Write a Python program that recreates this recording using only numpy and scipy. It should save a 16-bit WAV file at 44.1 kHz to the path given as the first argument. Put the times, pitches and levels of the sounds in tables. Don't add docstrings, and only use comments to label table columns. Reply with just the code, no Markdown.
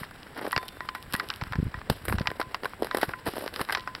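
import sys
import numpy as np
from scipy import signal
from scipy.fft import rfft, irfft
from scipy.io import wavfile
from scipy.ndimage import uniform_filter1d

SR = 44100
rng = np.random.default_rng(int(sys.argv[2]) if len(sys.argv) > 2 else 0)


def log_audio(samples):
    frames = np.atleast_2d(samples).T
    limited = np.clip(frames, -1, 1)
    pcm = np.round(limited * 32767).astype(np.int16)
    wavfile.write(sys.argv[1], SR, pcm)


N = 176400


def gain_of(db):
    return 10 ** (np.asarray(db) / 20)


def evened(x):
    return x / np.sqrt(np.mean(x ** 2) + 1e-20)


def add(mix, start_s, sound):
    part = mix[max(round(start_s * SR), 0):][:len(sound)]
    part += sound[:len(part)]


def resonate(x, hz, pass_width_hz):
    b, a = signal.iirpeak(hz, hz / max(pass_width_hz, 5), SR)
    for _ in range(3):
        x = signal.lfilter(b, a, x)
    return x


def body(x, modes):
    out = 0
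    for k, (hz, pass_width_hz, level_db) in enumerate(modes):
        out = out + (-1) ** k * gain_of(level_db) * resonate(x, hz, pass_width_hz)
    return out


def follow(curve, column):
    rows = np.array(curve)
    return gain_of(np.interp(np.arange(N) / SR, rows[:, 0], rows[:, column]))


def grains(rate_per_s, spread_db):
    boost_db = spread_db * np.minimum(rng.exponential(1, N), 4)
    size = gain_of(boost_db) * rng.standard_normal(N)
    return size * (rng.random(N) < rate_per_s / SR)


# pitch_hz, pass_width_hz, level_db
KNOCK = [(340, 446, 1.5), (650, 980, -4)]
SNAP = [(1096, 1070, 4.96), (1553, 523, 4.35), (1840, 810, 3.9)]
TICK = [(2934, 1300, 1.5), (3920, 1100, -5.5), (5155, 2100, 1.7)]
FIZZ = [(8970, 3700, -1), (11480, 3500, 3.5), (13700, 11400, -11)]
PARTS = [KNOCK, SNAP, TICK, FIZZ]
# start_s, knock_db, snap_db, tick_db, fizz_db, length_ms
CRACKS = [(0.033, -72, -34.0, -55, -53, 2.1), (0.1096, -57, -43.5, -53, -57, 5.6),
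          (0.3653, -43, -42, -55, -65, 3.4), (0.376, -45, -38, -64, -60, 8.9),
          (0.4122, -35.5, -38, -64, -50, 4.8), (0.4658, -45, -35, -42.5, -57, 1.6),
          (0.4808, -53, -55, -58, -47.5, 1.8), (0.5108, -63, -41.0, -40, -54, 0.98),
          (0.5184, -66, -60, -41, -37.5, 4.5), (0.529, -60, -24, -35, -58, 1.65),
          (0.5631, -35, -24, -24, -63, 2.8), (0.5774, -33, -25, -26.5, -46, 2.6),
          (0.6282, -40, -38, -47, -52, 11), (0.681, -58, -55, -37, -44, 7),
          (0.688, -54, -51.0, -38.5, -61, 0.7), (0.806, -43.5, -31, -44, -69, 1.7),
          (0.8881, -47, -28, -32.5, -66, 4.3), (0.9489, -47, -31, -39, -46, 15),
          (1.0266, -61, -63, -43, -51, 0.55), (1.125, -57, -60, -39, -42, 0.69),
          (1.1356, -39.5, -52, -33, -35.5, 1.5), (1.1387, -36.5, -28, -29.5, -33.5, 3.4),
          (1.15, -60, -27, -36, -45, 3.1), (1.1636, -66, -54, -42, -40, 1.5),
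          (1.1973, -53, -24.5, -31, -52, 4.7), (1.288, -69, -60.0, -38.5, -47, 1),
          (1.302, -63, -31, -26, -66, 2.2), (1.3385, -73, -64, -38.5, -53.0, 1.6),
          (1.3606, -69, -61, -44, -49, 0.89), (1.4122, -44, -33, -40, -72.0, 5.1),
          (1.4196, -55, -34, -42, -67, 3.1), (1.437, -64, -38, -39, -52.0, 0.86),
          (1.5232, -65, -34.5, -40.5, -53.5, 2.2), (1.5322, -61.0, -29, -42, -68.0, 4.3),
          (1.555, -45, -34.5, -42.5, -63, 3.3), (1.7414, -49, -31.5, -46, -76, 2.9),
          (1.8147, -51, -39, -53, -70.0, 2), (1.8992, -21.5, -26.5, -25, -32.5, 3.4),
          (2.0522, -42.5, -39.5, -44.5, -37.5, 9.7), (2.0821, -29.5, -30, -35, -39, 3.8),
          (2.0879, -49, -36, -57, -37.5, 7.8), (2.097, -43, -31, -44, -45.0, 3),
          (2.1247, -30.5, -25, -39, -48, 1.9), (2.1837, -46, -30, -34.5, -59, 2.4),
          (2.1974, -46, -46, -37.5, -58.0, 1.9), (2.2071, -32, -60, -66, -66.0, 9.1),
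          (2.215, -56, -37, -41, -71.0, 2.8), (2.257, -60, -35.5, -50, -73.0, 3),
          (2.272, -46, -23, -22.5, -52, 2.3), (2.3024, -41, -36, -40.5, -59, 3.7),
          (2.428, -54, -46, -46, -58, 1.5), (2.3152, -33, -36.5, -50, -53, 1.6),
          (2.3976, -27.5, -32.5, -52, -50.0, 1.6), (2.401, -36, -29.5, -37.5, -43, 8.4),
          (2.4139, -47.0, -25.5, -34, -52, 3.9), (2.5448, -44, -26, -28.5, -50, 4.2),
          (2.6333, -34.5, -35.5, -41, -59, 4.7), (2.646, -34, -38, -37.5, -57, 2.2),
          (2.655, -35, -25, -37.5, -49, 5.8), (2.7345, -65, -38.5, -62, -68, 2.4),
          (2.8228, -20.5, -46, -43.5, -45, 2.1), (2.83, -33, -40, -39, -50, 5),
          (2.846, -32.5, -41, -37.5, -42.5, 2.4), (2.8693, -46, -36.5, -47, -49, 1.7),
          (2.9118, -54, -29, -36, -62, 2.9), (2.9464, -22, -27, -34.5, -38, 6.0),
          (2.9704, -29, -29.5, -33, -34.5, 3.9), (2.9843, -33, -37, -42, -42.0, 2.4),
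          (3.013, -57, -31, -31.5, -37.5, 34), (3.03, -20.5, -21.5, -30, -41, 4.4),
          (3.0357, -37, -41, -40, -48, 11), (3.0915, -36, -34, -44, -53, 3.4),
          (3.136, -63, -28.5, -56, -73.0, 1.9), (3.2584, -65, -65, -52, -47, 0.89),
          (3.2629, -33, -40, -44, -51, 3.6), (3.267, -28.5, -35.5, -39.5, -44, 4.3),
          (3.2736, -35, -32.5, -48, -45, 2.9), (3.285, -30.5, -38, -38.5, -47, 7),
          (3.336, -35.5, -42, -48, -50, 3), (3.355, -43, -43, -46, -50, 8),
          (3.369, -36.5, -39, -43, -50, 5.1), (3.4075, -39, -41, -48, -58, 8),
          (3.3812, -30, -43, -41.5, -52, 1.3), (3.4215, -35.5, -55, -47, -47.5, 10),
          (3.439, -32, -56, -49, -63, 4.1), (3.4617, -31.5, -40, -40, -51, 2.3),
          (3.4777, -45, -34, -35, -66, 1.3), (3.5394, -44, -43, -39, -48.5, 3.1),
          (3.561, -51, -35, -32, -52, 1.8), (3.5927, -35.5, -30.5, -42, -55.0, 15),
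          (3.6048, -29.5, -36, -42, -45, 7), (3.6128, -56, -27.5, -32, -36, 5.6),
          (3.6494, -59, -46, -43, -55, 2.3), (3.6883, -44, -32.5, -44, -65, 2.3),
          (3.6957, -55, -24.5, -42, -63, 3), (3.7063, -44, -30.5, -41, -49, 0.93),
          (3.7232, -61, -26.5, -27.5, -36, 10), (3.7489, -46, -23, -24.5, -52, 5.7),
          (3.7718, -41, -32, -36, -60.0, 8.7), (3.7794, -41, -46, -46, -61.0, 5),
          (3.796, -49, -51, -41, -71.0, 1.6), (3.807, -62, -58, -43, -67, 1.5),
          (3.8747, -43, -29.0, -41, -61, 4), (3.9505, -59, -35.0, -32, -59, 1.8)]
FIRST_BREAK = 16.3
TAIL_DB, TAIL_S = [-19, -5, -9.5, 5], 0.0056


def cracks():
    out, t = np.zeros(N), np.arange(2000) / SR
    rows = np.array(CRACKS)
    length_ms = rows[:, 5]
    noise = rng.standard_normal((len(rows), len(t)))
    noise[:, 0] = FIRST_BREAK / length_ms
    fall = np.exp(-2 * t / np.maximum(length_ms[:, None] / 1000, 2e-4))
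    mix = 0
    for k, part in enumerate(PARTS):
        tail = gain_of(TAIL_DB[k]) * np.exp(-t / TAIL_S)
        sound = body(noise * (fall + tail), part)
        strength = np.sqrt((sound ** 2).sum(1, keepdims=True) / 300)
        mix = mix + gain_of(rows[:, 1 + k:2 + k]) * sound / strength
    for start_s, sound in zip(rows[:, 0], mix):
        add(out, start_s, sound)
    return out


def tone(hz, level_db, t60_s):
    t = np.arange(SR // 2) / SR
    swell = np.minimum(t / 0.0046, 1)
    return gain_of(level_db - 60 * t / t60_s) * np.sin(2 * np.pi * hz * t) * swell


# pitch_hz, t60_s
RING = [(1021, .29), (1931, .1)]
# start_s, lower_tone_db, upper_tone_db
RINGS = [(0.525, -32, -25.5), (0.5633, -33, -44), (0.5785, -27.5, -42), (0.806, -38.5, -36.5),
         (0.8884, -40.5, -44), (0.9491, -43, -35), (1.1491, -40.5, -29), (1.198, -41, -33.5),
         (1.5326, -41, -43), (1.7421, -46, -36), (2.183, -39, -41), (2.257, -33.5, -56), (2.2724, -65, -35),
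         (2.4042, -35.5, -40), (2.9144, -36, -37), (3.0153, -55, -29.5), (3.1357, -38.5, -41),
         (3.7294, -54, -33), (3.756, -33.5, -44), (3.7793, -60, -36), (3.8753, -37, -58)]
# start_s, pitch_hz, level_db, t60_s
PING = [(.579, 3575, -53, 1.5), (.579, 4463, -56, .7)]


def rings():
    out = np.zeros(N)
    for start_s, *levels_db in RINGS:
        for (hz, t60_s), level_db in zip(RING, levels_db):
            add(out, start_s, tone(hz, level_db, t60_s))
    for start_s, hz, level_db, t60_s in PING:
        add(out, start_s, tone(hz, level_db, t60_s))
    return out


# start_s, level_db, fade_s
SHATTERS = [(1.905, -47, .08), (3.3, -49, .17), (3.54, -49, .1)]


def shatter():
    t = np.arange(N) / SR
    fall = 0
    for start_s, level_db, fade_s in SHATTERS:
        fall = fall + gain_of(level_db) * (t > start_s) * np.exp(-((t - start_s) / fade_s) ** 2)
    return fall * evened(body(grains(rate_per_s=6000, spread_db=3), TICK))


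# start_s, low_crunch_db, middle_db, treble_db
RUSTLE = [(0, -49.5, -38, -46), (0.07, -59.5, -52.5, -68), (0.355, -56.5, -55, -68), (0.37, -41, -45, -63),
          (0.48, -38, -46.5, -55), (0.5, -57, -51, -59), (0.6, -54.5, -55, -62.5), (1.1, -62, -55.5, -64),
          (1.14, -62, -42.5, -53), (1.21, -46.5, -48, -60), (1.58, -71, -51.5, -67),
          (1.89, -53.5, -56, -75), (1.91, -47, -48.5, -51), (2.02, -57, -54, -63), (2.06, -59, -51, -60),
          (2.11, -46, -48, -49), (2.17, -50, -52, -62), (2.61, -57, -56, -71), (2.65, -39, -54, -50),
          (2.7, -69, -49.5, -65), (2.81, -43, -58.5, -66), (2.85, -45, -45, -53), (2.9, -57, -53, -68),
          (2.96, -43, -49.5, -58), (3.04, -51, -38, -44), (3.12, -57, -51.5, -61), (3.24, -58, -57, -71),
          (3.28, -38, -41, -44), (3.31, -53, -52, -56.5), (3.38, -45, -50, -49.5), (3.47, -47, -47, -53.5),
          (3.52, -53, -52.5, -61), (3.61, -39.5, -42, -46), (3.66, -61, -52.5, -60), (3.72, -42, -40, -47),
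          (3.81, -61, -50.5, -65), (4, -51.5, -49, -67)]
GRAINS_PER_S = [1300, 3000, 6000, 8000]
GRAIN_SPREAD_DB = [3.6, 3.6, 3, 3]
CLUMP_S, CLUMP_DB = 0.01, 3.5
TICK_GRAINS_DB = -5


def rustle():
    knock, snap, tick, fizz = [evened(body(grains(rate_per_s, spread_db), part))
                               for rate_per_s, spread_db, part
                               in zip(GRAINS_PER_S, GRAIN_SPREAD_DB, PARTS)]
    width = round(CLUMP_S * SR)
    drift = uniform_filter1d(uniform_filter1d(rng.standard_normal(N), width), width)
    clumps = evened(gain_of(CLUMP_DB * evened(drift)))
    low = follow(RUSTLE, column=1) * knock
    middle = follow(RUSTLE, column=2) * (snap + gain_of(TICK_GRAINS_DB) * tick)
    treble = follow(RUSTLE, column=3) * fizz
    return clumps * (low + middle + treble)


def far_ticks():
    out = 0
    for part, level_db in [(FIZZ, -75.5), (TICK, -69.5)]:
        clicks = grains(rate_per_s=41, spread_db=11.5)
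        out = out + gain_of(level_db) * evened(body(clicks, part))
    return out


# centre_s, level_db, pitch_hz
THUMPS = [(0.018, -31, 147), (0.572, -26, 114), (1.1453, -24, 170), (1.4264, -24.5, 108), (1.5208, -31, 97),
          (1.56, -30.5, 138), (1.589, -15, 118), (1.6, -17, 129), (1.63, -17, 148), (1.656, -26.5, 89.5),
          (1.6684, -25.5, 144), (1.9019, -15, 163), (1.915, -21, 109), (2.0907, -28, 92),
          (2.1187, -28, 108), (2.1435, -20, 144), (2.1863, -28, 70), (2.2125, -19, 139), (2.289, -31.5, 99),
          (3.0868, -28.5, 115), (3.284, -27.5, 127), (3.6128, -26, 164)]
THUMP_TURNS = 0.45
THUMP_SAG = 0.42


def thumps():
    out, t = np.zeros(N), np.arange(-700, 1500) / SR
    phases = rng.uniform(0, 2 * np.pi, len(THUMPS))
    for (centre_s, level_db, hz), phase in zip(THUMPS, phases):
        wave = 0
        for ratio, partial_db in [(1, 0), (2.2, -9)]:
            turns = hz * ratio * t
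            swell = np.exp(-(turns / THUMP_TURNS) ** 2)
            swing = np.cos(2 * np.pi * (turns - THUMP_SAG * turns ** 2) + phase)
            wave = wave + gain_of(partial_db) * swell * swing
        add(out, centre_s + t[0], gain_of(level_db) * wave)
    return out


# start_s, level_db
RUMBLE = [(0, -64.5), (1.35, -56.5), (1.6, -32), (1.75, -45), (2.0, -47), (2.15, -33), (2.35, -55.5),
          (4, -57)]


def rumble():
    lumps = resonate(grains(rate_per_s=90, spread_db=4.2), hz=66, pass_width_hz=150)
    return follow(RUMBLE, column=1) * evened(lumps)


# frequency_hz, relative_db_per_hz
HISS = [(12, -38), (20, 3.5), (142, 3), (624, -6.5), (1000, -6.5), (1260, -16), (1570, -5), (2750, -13),
        (5080, -21.5), (7950, -18), (12400, -33.5), (16000, -25)]
HISS_DB = -50.5
WHINE_HZ, WHINE_PASS_WIDTH_HZ, WHINE_DB = 7868, 60, -74


def hiss():
    hz = np.fft.rfftfreq(N, 1 / SR)
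    curve_hz, curve_db = np.transpose(HISS)
    shape = gain_of(np.interp(np.log(hz + 1), np.log(curve_hz + 1), curve_db))
    floor = irfft(rfft(rng.standard_normal(N)) * shape, N)
    whine = resonate(rng.standard_normal(N), WHINE_HZ, WHINE_PASS_WIDTH_HZ)
    return gain_of(HISS_DB) * evened(floor) + gain_of(WHINE_DB) * evened(whine)


def scene():
    near = cracks() + rings() + shatter() + rustle()
    background = far_ticks() + thumps() + rumble() + hiss()
    return (near + background)[None]


NOTCH_HZ, NOTCH_WIDTH_HZ = 6310, 3730
EDGE_HZ = 15850


def record(dry):
    b, a = signal.iirnotch(NOTCH_HZ, NOTCH_HZ / NOTCH_WIDTH_HZ, SR)
    notched = signal.lfilter(b, a, dry) + 0.0043 * dry
    low_pass = signal.firwin(511, EDGE_HZ, window=("kaiser", 9), fs=SR)
    return signal.oaconvolve(notched, low_pass[None], "same")


dry = scene()
out = record(dry)
log_audio(out)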